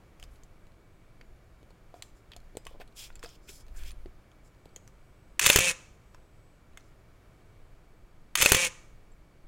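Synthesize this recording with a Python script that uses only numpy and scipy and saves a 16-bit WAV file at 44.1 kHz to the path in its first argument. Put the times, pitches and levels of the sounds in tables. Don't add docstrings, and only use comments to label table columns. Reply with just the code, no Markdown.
import sys
import numpy as np
from scipy import signal
from scipy.fft import rfft, irfft, next_fast_len
from scipy.io import wavfile
from scipy.ndimage import uniform_filter1d

SR = 44100
rng = np.random.default_rng(int(sys.argv[2]) if len(sys.argv) > 2 else 0)


def level_to_linear(level):
    exponent = np.asarray(level, float) / 20
    return 10 ** exponent


def unload_wav(signal):
    wavfile.write(
        sys.argv[1],
        SR,
        np.round(np.clip(np.atleast_2d(signal).T, -1, 1) * 32767).astype(np.int16),
    )


N = 417911
TIME = np.arange(N) / SR

# (time [s], motor level [dB])
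RELEASES = [
    (5.395, 1),
    (8.3546, 0.5),
]


def shape(x, table):
    hz, db = np.transpose(table)
    size = next_fast_len(N, True)
    f = np.arange(size // 2 + 1) * SR / size + 1
    gain = level_to_linear(np.interp(np.log(f), np.log(hz), db))
    return irfft(rfft(x, size) * gain, size)[..., :N]


def unit(x):
    return x / np.sqrt(np.mean(x ** 2))


def walk(rate, size=N):
    hold = int(SR / rate)
    steps = np.repeat(rng.standard_normal(size // hold + 1), hold)
    return 1.3 * uniform_filter1d(steps, hold)[:size]


def stirred():
    # (start [s], length [s], level [dB])
    gusts = [(0.175, 0.31, -44.5), (.55, 0.16, -53.5), (2.33, 0.22, -44.5), (2.575, 0.49, -52),
             (3.04, 0.29, -47), (3.4, 0.44, -63), (3.617, 0.37, -36), (3.928, 0.2, -38.5), (6.0, 0.22, -50),
             (8.6, 0.11, -60), (8.855, 0.24, -48.5), (9.081, 0.18, -49), (9.428, 0.22, -46)]
    still_air_db, drift_db = -58.5, 4
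    power = level_to_linear(still_air_db + drift_db * uniform_filter1d(walk(17), size=2000)) ** 2
    for s, length, db in gusts:
        swell = np.sin(np.pi * np.clip((TIME - s) / length, 0, 1)) ** 2
        power = power + level_to_linear(db) ** 2 * swell
    return np.sqrt(power)


def background():
    # (frequency [Hz], level [dB per Hz])
    hiss_colour = [(13, -31), (22, -4), (45, -7), (65, -10.5), (110, -9.5), (266, -21.5), (306, -18.5),
                   (503, -23), (646, -23), (852, -28.5), (1260, -28), (4020, -42), (4610, -43),
                   (13600, -51), (15700, -53), (16500, -64.5)]
    # (frequency [Hz], level [dB])
    hums = [(2266, -88.5), (4533, -97), (6998, -96.5)]
    # (on [s], off [s], level [dB])
    whistle = [(0.553, 1.15, -95), (2.75, 2.95, -96), (4.55, 5.507, -90), (5.697, 5.9, -92.5),
               (6.009, 6.6, -89.5), (7.201, 8.5, -95), (8.702, 9.485, -96.5)]
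    hiss_db, fan_hz, fan_db = -57.5, 2300, -81.5
    hiss = unit(shape(rng.standard_normal(N), hiss_colour)) * level_to_linear(hiss_db + 0.57 * walk(3.0))
    rumble = [(4, -21.0), (9, -5.0), (16, 10.0), (30, -0.5), (60, -6.5), (150, -62)]
    air = unit(shape(rng.standard_normal(N), rumble)) * stirred()
    hum = sum(level_to_linear(db + 7 + 1.7 * walk(6)) * np.sin(2 * np.pi * hz * TIME) for hz, db in hums)
    on = sum(level_to_linear(db) * ((TIME > t0) & (TIME < t1)) for t0, t1, db in whistle)
    level = uniform_filter1d(on, size=6000) * level_to_linear(7 + 1.5 * walk(8))
    tone = level * np.sin(2 * np.pi * 8000 * TIME)
    narrow = [(fan_hz / 1.15, -30), (fan_hz, 0), (fan_hz * 1.15, -30)]
    fan = unit(shape(rng.standard_normal(N), narrow)) * level_to_linear(fan_db)
    return hiss + fan + air + hum + tone


def slides():
    # (start [s], length [s], level [dB], centre [Hz], fade [dB per s])
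    rubs = [(0.185, .04, -71, 5000, 100), (0.22, .02, -72, 5500, 100), (0.294, .06, -79, 9500, -40),
            (1.935, 0.05, -73, 5170, 20), (1.932, .06, -74, 2000, 20), (2.02, 0.077, -67, 7000, 146),
            (2.138, 0.057, -77.5, 7000, 10), (2.665, 0.087, -62, 3250, 157), (2.789, 0.019, -58, 2600, 23),
            (2.954, 0.099, -55, 3400, 15), (2.958, 0.11, -61, 5100, 10), (2.944, 0.076, -59, 7300, 20),
            (3.008, 0.093, -69, 2440, 5), (3.216, 0.14, -55, 3920, 100), (3.412, 0.062, -74, 6030, -20),
            (3.471, 0.14, -58, 5000, 62), (3.485, 0.074, -66, 10500, 30), (3.554, 0.054, -75, 10500, -10),
            (3.466, 0.024, -55, 1990, 100), (3.728, 0.11, -64, 1550, -10), (3.751, 0.019, -61, 7440, -10),
            (3.773, .05, -64.5, 3020, -10), (3.787, 0.086, -84, 10500, 5), (3.836, 0.049, -58, 2670, -48),
            (3.842, 0.047, -66, 5200, 10), (4.428, 0.052, -73.5, 7000, 50), (6.12, 0.023, -75, 3580, 50),
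            (6.775, 0.12, -77.5, 6000, 52)]
    slide_on_s, slide_off_s, airy_db = 0.021, 0.044, -15.5
    skin_focus_db = 32
    grain = rng.standard_normal(N) * level_to_linear(1.5 * rng.exponential(size=N)) * level_to_linear(.8 * walk(120))
    centres = np.array([1600, 2400, 3260, 5150, 7300, 11000])
    bands = []
    for hz in centres:
        colour = [(hz / 2, -34), (hz / 1.12, -9), (hz, 0), (hz * 1.12, -9), (hz * 1.9, -25)]
        bands.append(unit(shape(grain, colour)) * level_to_linear(1.8 * walk(60)))
    top = unit(shape(grain, [(5000, -10), (8000, -4), (13000, -18), (15500, -26), (16200, -32)]))
    out = np.zeros(N)
    for s, length, db, hz, fade_db in rubs:
        part = slice(int(s * SR), int((s + length + slide_off_s) * SR))
        t = TIME[part] - s
        press = np.clip(np.minimum(t / slide_on_s, 1 + (length - t) / slide_off_s), 0, 1)
        touch = press ** 2 * level_to_linear(db - fade_db * t)
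        share = level_to_linear(-skin_focus_db * np.log2(hz / centres) ** 2)
        share = share / np.sqrt((share ** 2).sum(axis=0))
        body = sum(w * b[part] for w, b in zip(share, bands))
        out[part] += touch * (body + level_to_linear(airy_db) * hz / 4000 * top[part])
    return out


def ring(push, modes, chance):
    t = TIME[:len(push)]
    reply = 0
    for (hz, db, t60), c in zip(modes, chance):
        tone = np.sin(2 * np.pi * hz * (1 + 0.022 * c) * t)
        reply = reply + level_to_linear(db + 0.5 * c) * tone * 1000 ** (-t / t60)
    y = signal.fftconvolve(push, reply)[:len(push)]
    return y / np.abs(y).max()


def strike(rows, ring_db, ring_t60, after_db, focus_db, size=3072):
    # (frequency [Hz], level [dB], t60 [s])
    clack_modes = [(1240, -17.5, 0.0055), (2100, -15, 0.0093), (2600, -7, 0.036), (2700, -3.5, 0.008),
                   (3060, -2, .007), (3540, 3.5, 0.0054), (4400, 0.5, 0.007)]
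    snap_modes = [(5250, -5.5, 0.0036), (6357, 0, 0.0061), (7280, 4.5, 0.0028), (8350, -2.5, 0.002),
                  (9500, 3, 0.0019), (11600, -2, 0.0022), (12500, -6, 0.001), (15000, -6, 0.00071)]
    out, t = np.zeros(N + size), TIME[:size]
    luck = rng.standard_normal((len(rows), size + 32))
    for (s, db, hz, snap_db, t60, rise_s), c in zip(rows, luck):
        fall = 1000 ** (-t / np.clip(t60, .002, .1)) + level_to_linear(after_db) * np.exp(-t / .008)
        chatter = (1 - np.exp(-t / max(rise_s, 5e-5))) ** 2 * fall * c[32:]
        clack, snap = ([(f, d - focus_db * abs(np.log2(f / hz)), r) for f, d, r in modes]
                       for modes in (clack_modes, snap_modes))
        y = ring(chatter, clack, c) + level_to_linear(snap_db) * ring(chatter, snap, c[8:])
        own_db = ring_db + (hz > 5000) * snap_db
        y += level_to_linear(own_db) * ring(chatter, [(hz, 0, ring_t60)], c[24:])
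        start = int(s * SR)
        out[start:start + size] += level_to_linear(db + max(snap_db, 0)) * y / np.abs(y).max()
    no_bass = signal.butter(3, 900, "high", fs=SR, output="sos")
    return signal.sosfilt(no_bass, out[:N])


def handling(size=12288):
    # (time [s], level [dB], ring [Hz], snap [dB])
    creaks = [(.1982, -52, 3000, 8), (.227, -39, 3040, 3), (.238, -47, 4930, 6), (.4348, -62, 7300, 17.5),
              (1.212, -40, 2460, -13), (2.023, -32.5, 4400, 6.5), (2.318, -38, 3300, -20),
              (2.334, -40.5, 3340, -25), (2.3643, -46, 4930, 9.5), (2.57, -27, 8000, 1),
              (2.652, -52, 4800, 11), (2.6672, -28, 2870, -1), (2.806, -46, 2300, -15),
              (2.811, -41, 2170, -12), (2.8155, -38, 2100, -23), (2.82, -51, 2880, -10),
              (3.1035, -50, 2100, -30), (3.1551, -43.5, 7140, 4.5), (3.1605, -46, 4500, -5),
              (3.1935, -53, 5270, 9), (3.229, -29, 1820, -6), (3.2364, -44, 8000, 5),
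              (3.2405, -45, 6450, 2), (3.2458, -34.5, 1780, -2), (3.26, -36, 4920, -9),
              (3.2908, -41, 5540, 2), (3.4909, -40.5, 3500, 6.5), (3.8352, -43.5, 4500, 6),
              (3.9164, -47.5, 9500, 6.5), (4.059, -45.5, 2340, -30), (4.316, -49, 3470, 0.5),
              (4.7612, -34.5, 6600, 2), (4.8765, -52.5, 2180, 11.5), (6.146, -43.5, 1520, 0),
              (6.7732, -38, 2187, 4.5)]
    # (time [s], level [dB])
    ticks = [(.358, -56), (0.668, -57), (.72, -60), (1.6298, -55), (1.705, -55), (1.942, -51.5),
             (2.402, -53.5), (2.553, -55), (2.801, -52), (2.8766, -50), (2.9244, -58), (3.1264, -57),
             (3.666, -55), (3.682, -48), (3.907, -41), (4.547, -59), (4.656, -49), (6.733, -61),
             (6.799, -58), (6.808, -53)]
    # (time
    # [s], level [dB], frequency [Hz], t60 [s])
    tones = [(.199, -56, 1200, .02), (.239, -54, 5000, .02), (1.212, -50, 4600, .017),
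             (2.572, -69, 3450, .12), (2.572, -64, 4960, .22), (3.157, -57, 7250, .06),
             (4.762, -51, 3200, .05), (6.147, -55, 5500, .02), (6.775, -51, 3400, .03),
             (6.775, -47, 2080, .035), (9.12, -62.5, 7600, .05), (.228, -44, 3000, .015),
             (.24, -52, 1100, .015), (1.212, -48, 2200, .015), (2.0232, -41, 8800, .01),
             (2.0232, -44, 5200, .008), (3.261, -48, 5150, .02), (4.7615, -38, 6900, .012),
             (4.7615, -42, 3150, .012), (4.692, -58, 4500, .012), (6.7735, -48, 7900, .02),
             (6.799, -55, 1300, .012), (6.807, -57, 6000, .012)]
    tick_hz, tick_snap_db = 4080, 2
    creak_t60_s, sharp_s = 0.0055, .0001
    pings, t = np.zeros(N + size), TIME[:size]
    for s, db, hz, t60 in tones:
        start = int(s * SR)
        pings[start:start + size] += level_to_linear(db) * 1000 ** (-t / t60) * np.sin(2 * np.pi * hz * t)
    rows = creaks + [(s, db, tick_hz, tick_snap_db) for s, db in ticks]
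    rows = [(*row, creak_t60_s, sharp_s) for row in rows]
    return strike(rows, ring_db=1.0, ring_t60=0.0039, after_db=-14, focus_db=8.5) + pings[:N]


def knocks(size=6144):
    # (time [s], peak [dB], ring [Hz], t60 [s])
    hand_knocks = [(.227, -51, 750, 0.027), (1.21, -48, 523, 0.025), (1.629, -47, 398, 0.019),
                   (1.706, -47, 530, 0.02), (1.941, -36, 705, 0.039), (1.963, -47, 715, 0.063),
                   (1.995, -50, 650, 0.027), (2.363, -42, 725, 0.046), (2.552, -37, 437, 0.02),
                   (2.57, -27, 460, 0.021), (2.663, -42, 605, 0.018), (2.668, -33, 1100, 0.023),
                   (2.711, -46, 517, 0.044), (2.717, -49, 560, .03), (2.742, -49, 560, 0.018),
                   (2.749, -41.5, 570, 0.017), (2.758, -46, 650, 0.022), (2.764, -56, 560, .02),
                   (2.8, -38.5, 516, 0.03), (2.805, -40, 753, 0.049), (2.81, -44, 690, 0.035),
                   (2.817, -41, 605, 0.029), (2.825, -47, 800, .02), (3.103, -40.5, 1450, 0.013),
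                   (3.238, -35.5, 475, 0.058), (3.244, -46, 452, 0.057), (3.258, -40.5, 700, 0.056),
                   (3.493, -43.5, 409, 0.068), (4.058, -35, 380, 0.055), (4.658, -39, 457, 0.014),
                   (4.764, -47, 514, 0.052), (6.147, -45.5, 960, 0.029)]
    # (time after release [s], peak [dB], ring [Hz], thud [dB], t60 [s])
    thumps = [(0, -39.5, 1144, -20.5, 0.02), (0.049, -26, 952, -10, .02), (0.067, -28.5, 920, -10.5, .025),
              (.074, -20, 539, -6.5, 0.048), (0.1046, -13.5, 578, -27.5, 0.049),
              (0.1643, -10.5, 403.1, -7, 0.04), (.192, -15, 520, -6.5, .03), (0.212, -24, 546, -14, 0.019),
              (0.316, -35, 535, -21, 0.072)]
    # (frequency [Hz], level [dB], t60 [s])
    thud_modes = [(57.4, -3, 0.079), (110, 1, 0.066), (177, 7.5, .03)]
    shake_db = -15.25
    soft_cycles = 0.85
    out, t = np.zeros(N + size), TIME[:size]
    rows = [(s, db, hz, shake_db, t60) for s, db, hz, t60 in hand_knocks]
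    rows += [(s + since, *rest) for s, _ in RELEASES for since, *rest in thumps]
    for (s, db, hz, thud_db, t60), c in zip(rows, rng.standard_normal((len(rows), 8))):
        neighbours = hz * np.array([.7, 1.35, 1.8, 2.4])
        wall = [(hz, 0, max(t60, .005))] + [(f, -4, .012) for f in neighbours]
        if thud_db == shake_db:
            push = np.sin(np.pi * np.clip(t * hz / soft_cycles, 0, 1)) * np.sin(2 * np.pi * hz * t)
        else:
            push = t * np.exp(-t / .00015)
        thud = ring(t * np.exp(-t / 0.0005), thud_modes, c[4:])
        start = int(s * SR)
        out[start:start + size] += level_to_linear(db) * (ring(push, wall, c) + level_to_linear(thud_db) * thud)
    return out[:N]


def shutter():
    # (time after release [s], peak [dB], ring [Hz], snap [dB], rise [s])
    blows = [(-.0016, -8.5, 3019, 0.5, .0012), (.006, -28, 2502, -3, .002),
             (0.016, -23.5, 2839, -5, 0.00055), (.03, -18.5, 2788, -7, .0003),
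             (0.0433, -26.5, 2300, -5, .0005), (.049, -17, 2500, -9.5, .0005),
             (0.057, -12, 3003, 0.5, .001), (0.0614, -17, 3137, 3.5, .001), (0.066, -2, 3405, 1, .001),
             (.072, -5.5, 2390, 6, .0007), (0.0821, -16, 2808, -4.5, .0005), (0.094, -10.5, 3100, 5, .003),
             (.104, -1.5, 2714, -5, .0012), (0.135, -13.5, 2994, 5.5, .001), (.144, -17.5, 2500, 4, .00045),
             (0.1647, -2, 2714, 5.5, .0005), (0.1645, -4.5, 9390, 8.5, .0004),
             (0.1768, -12.5, 2581, 0.5, 0.00033), (0.191, -9.5, 3110, 2, .001),
             (.194, -12.5, 6510, 9, .001), (0.2118, -16, 2636, 2.5, .00044)]
    blow_t60_s = .013
    rows = [(s + since, db - max(snap_db, 0), hz, snap_db, blow_t60_s, rise_s)
            for s, _ in RELEASES for since, db, hz, snap_db, rise_s in blows]
    return strike(rows, ring_db=-13.5, ring_t60=0.014, after_db=-19, focus_db=0.5)


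def motor():
    # (multiple of the shaft speed [1], level [dB])
    whine_lines = [(1, -15), (2, -30), (3, -5), (4, -22.5), (5, -17.5), (6, -15), (7, -20.5), (8, -26),
                   (9, -16.5), (10, -9), (11, -10), (12, -16), (13, -1.5), (14, -3), (15, -0.5), (16, -7),
                   (17, -14.5), (18, -8), (19, -13.5), (20, -15.5), (21, -10), (22, -18.5), (23, -21),
                   (24, -22), (25, -18), (26, -22), (27, -22)]
    # (frequency [Hz], level [dB per Hz])
    gears = [(150, -21.5), (400, -19.5), (800, -22), (1300, -17.5), (2000, -13), (2500, -7), (3300, -12),
             (4800, -15.5), (6500, -7), (8000, -11), (9800, -12), (11200, -23.5), (15300, -28.5),
             (16500, -51.5)]
    # (time after release [s], shaft [Hz])
    speed = [(.017, 105), (.055, 172), (.085, 187), (.115, 133), (.143, 164), (.175, 175), (.2, 176.6),
             (.28, 176.2), (.31, 168)]
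    grip_s, cut_s, coast_db_per_s = 0.0033, 0.317, 1200
    winds_s, shift_s = 0.15, 0.06
    mirror_db, film_db = (-41, -30), (-32, -30.5)
    labour_db = -4
    since, hz = np.transpose(speed)
    teeth = rng.standard_normal(N) * level_to_linear(1.5 * rng.exponential(size=N)) * (rng.random(N) < .4)
    rattle = unit(shape(teeth, gears)) * level_to_linear(1.5 * walk(150))
    out = np.zeros(N)
    for s, db in RELEASES:
        part = slice(int((s + since[0]) * SR), int((s + cut_s + 60 / coast_db_per_s) * SR))
        t = TIME[part] - s
        size = len(t)
        shaft_hz = np.interp(t, since, hz) * (1 + .0008 * walk(60, size=size))
        turn = 2 * np.pi * np.cumsum(shaft_hz) / SR
        whine = 0
        for k, d in whine_lines:
            angle = k * turn + rng.random() * 2 * np.pi + .025 * k * walk(140, size=size)
            whine = whine + level_to_linear(d + 2.6 * walk(80, size=size)) * np.sin(angle)
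        throb = 1 + 0.29 * np.sin(turn)
        coast = coast_db_per_s * np.maximum(t - cut_s, 0)
        power = np.clip((t - since[0]) / grip_s, 0, 1) * level_to_linear(db - coast)
        change = [winds_s - shift_s, winds_s + shift_s]
        whine_db, rattle_db = (np.interp(t, change, pair) for pair in zip(mirror_db, film_db))
        whine_db = whine_db + np.interp(t, since[-2:], [0, labour_db])
        out[part] = power * (whine * level_to_linear(whine_db) + throb * rattle[part] * level_to_linear(rattle_db))
    return out


def scene():
    # (frequency [Hz], level [dB])
    room = [(100, -11.5), (500, -6.5), (1200, 4.5), (2500, -5.5), (4500, -4.5), (6800, -3), (10000, -11.5),
            (16000, -18)]
    # (from [s], to [s])
    flits = [(2.66, 2.68), (3.3, 3.95), (5.393, 5.525), (5.562, 5.58), (8.375, 8.47), (8.525, 8.57)]
    room_db, room_t60_s = -15, 0.53
    near = shutter() + handling() + knocks() + motor() + slides()
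    tail = rng.standard_normal(N) * 1000 ** (-TIME / room_t60_s) * (1 - np.exp(-TIME / 0.0024))
    tail = shape(tail / np.sqrt(np.sum(tail ** 2)), room)
    mid = near + level_to_linear(room_db) * signal.fftconvolve(near, tail[:SR])[:N] + background()
    moving = level_to_linear(-24 + 4 * walk(20)) + sum((TIME > t0) & (TIME < t1) for t0, t1 in flits)
    treble = shape(mid, [(2000, -60), (4000, 0)])
    side = shape(treble * moving * walk(1500), [(4200, -90), (5000, -11.5), (8000, -11.5), (16000, -8)])
    return np.array([mid + side, mid - side])


def top_cut(x):
    return signal.sosfilt(signal.butter(12, 16830, fs=SR, output="sos"), x)


def record(dry):
    top = signal.ellip(8, .2, 60, 15850, fs=SR, output="sos")
    mix = np.clip(signal.sosfilt(top, dry), -1, 1)
    return top_cut(mix)


dry = scene()
out = record(dry)
unload_wav(out)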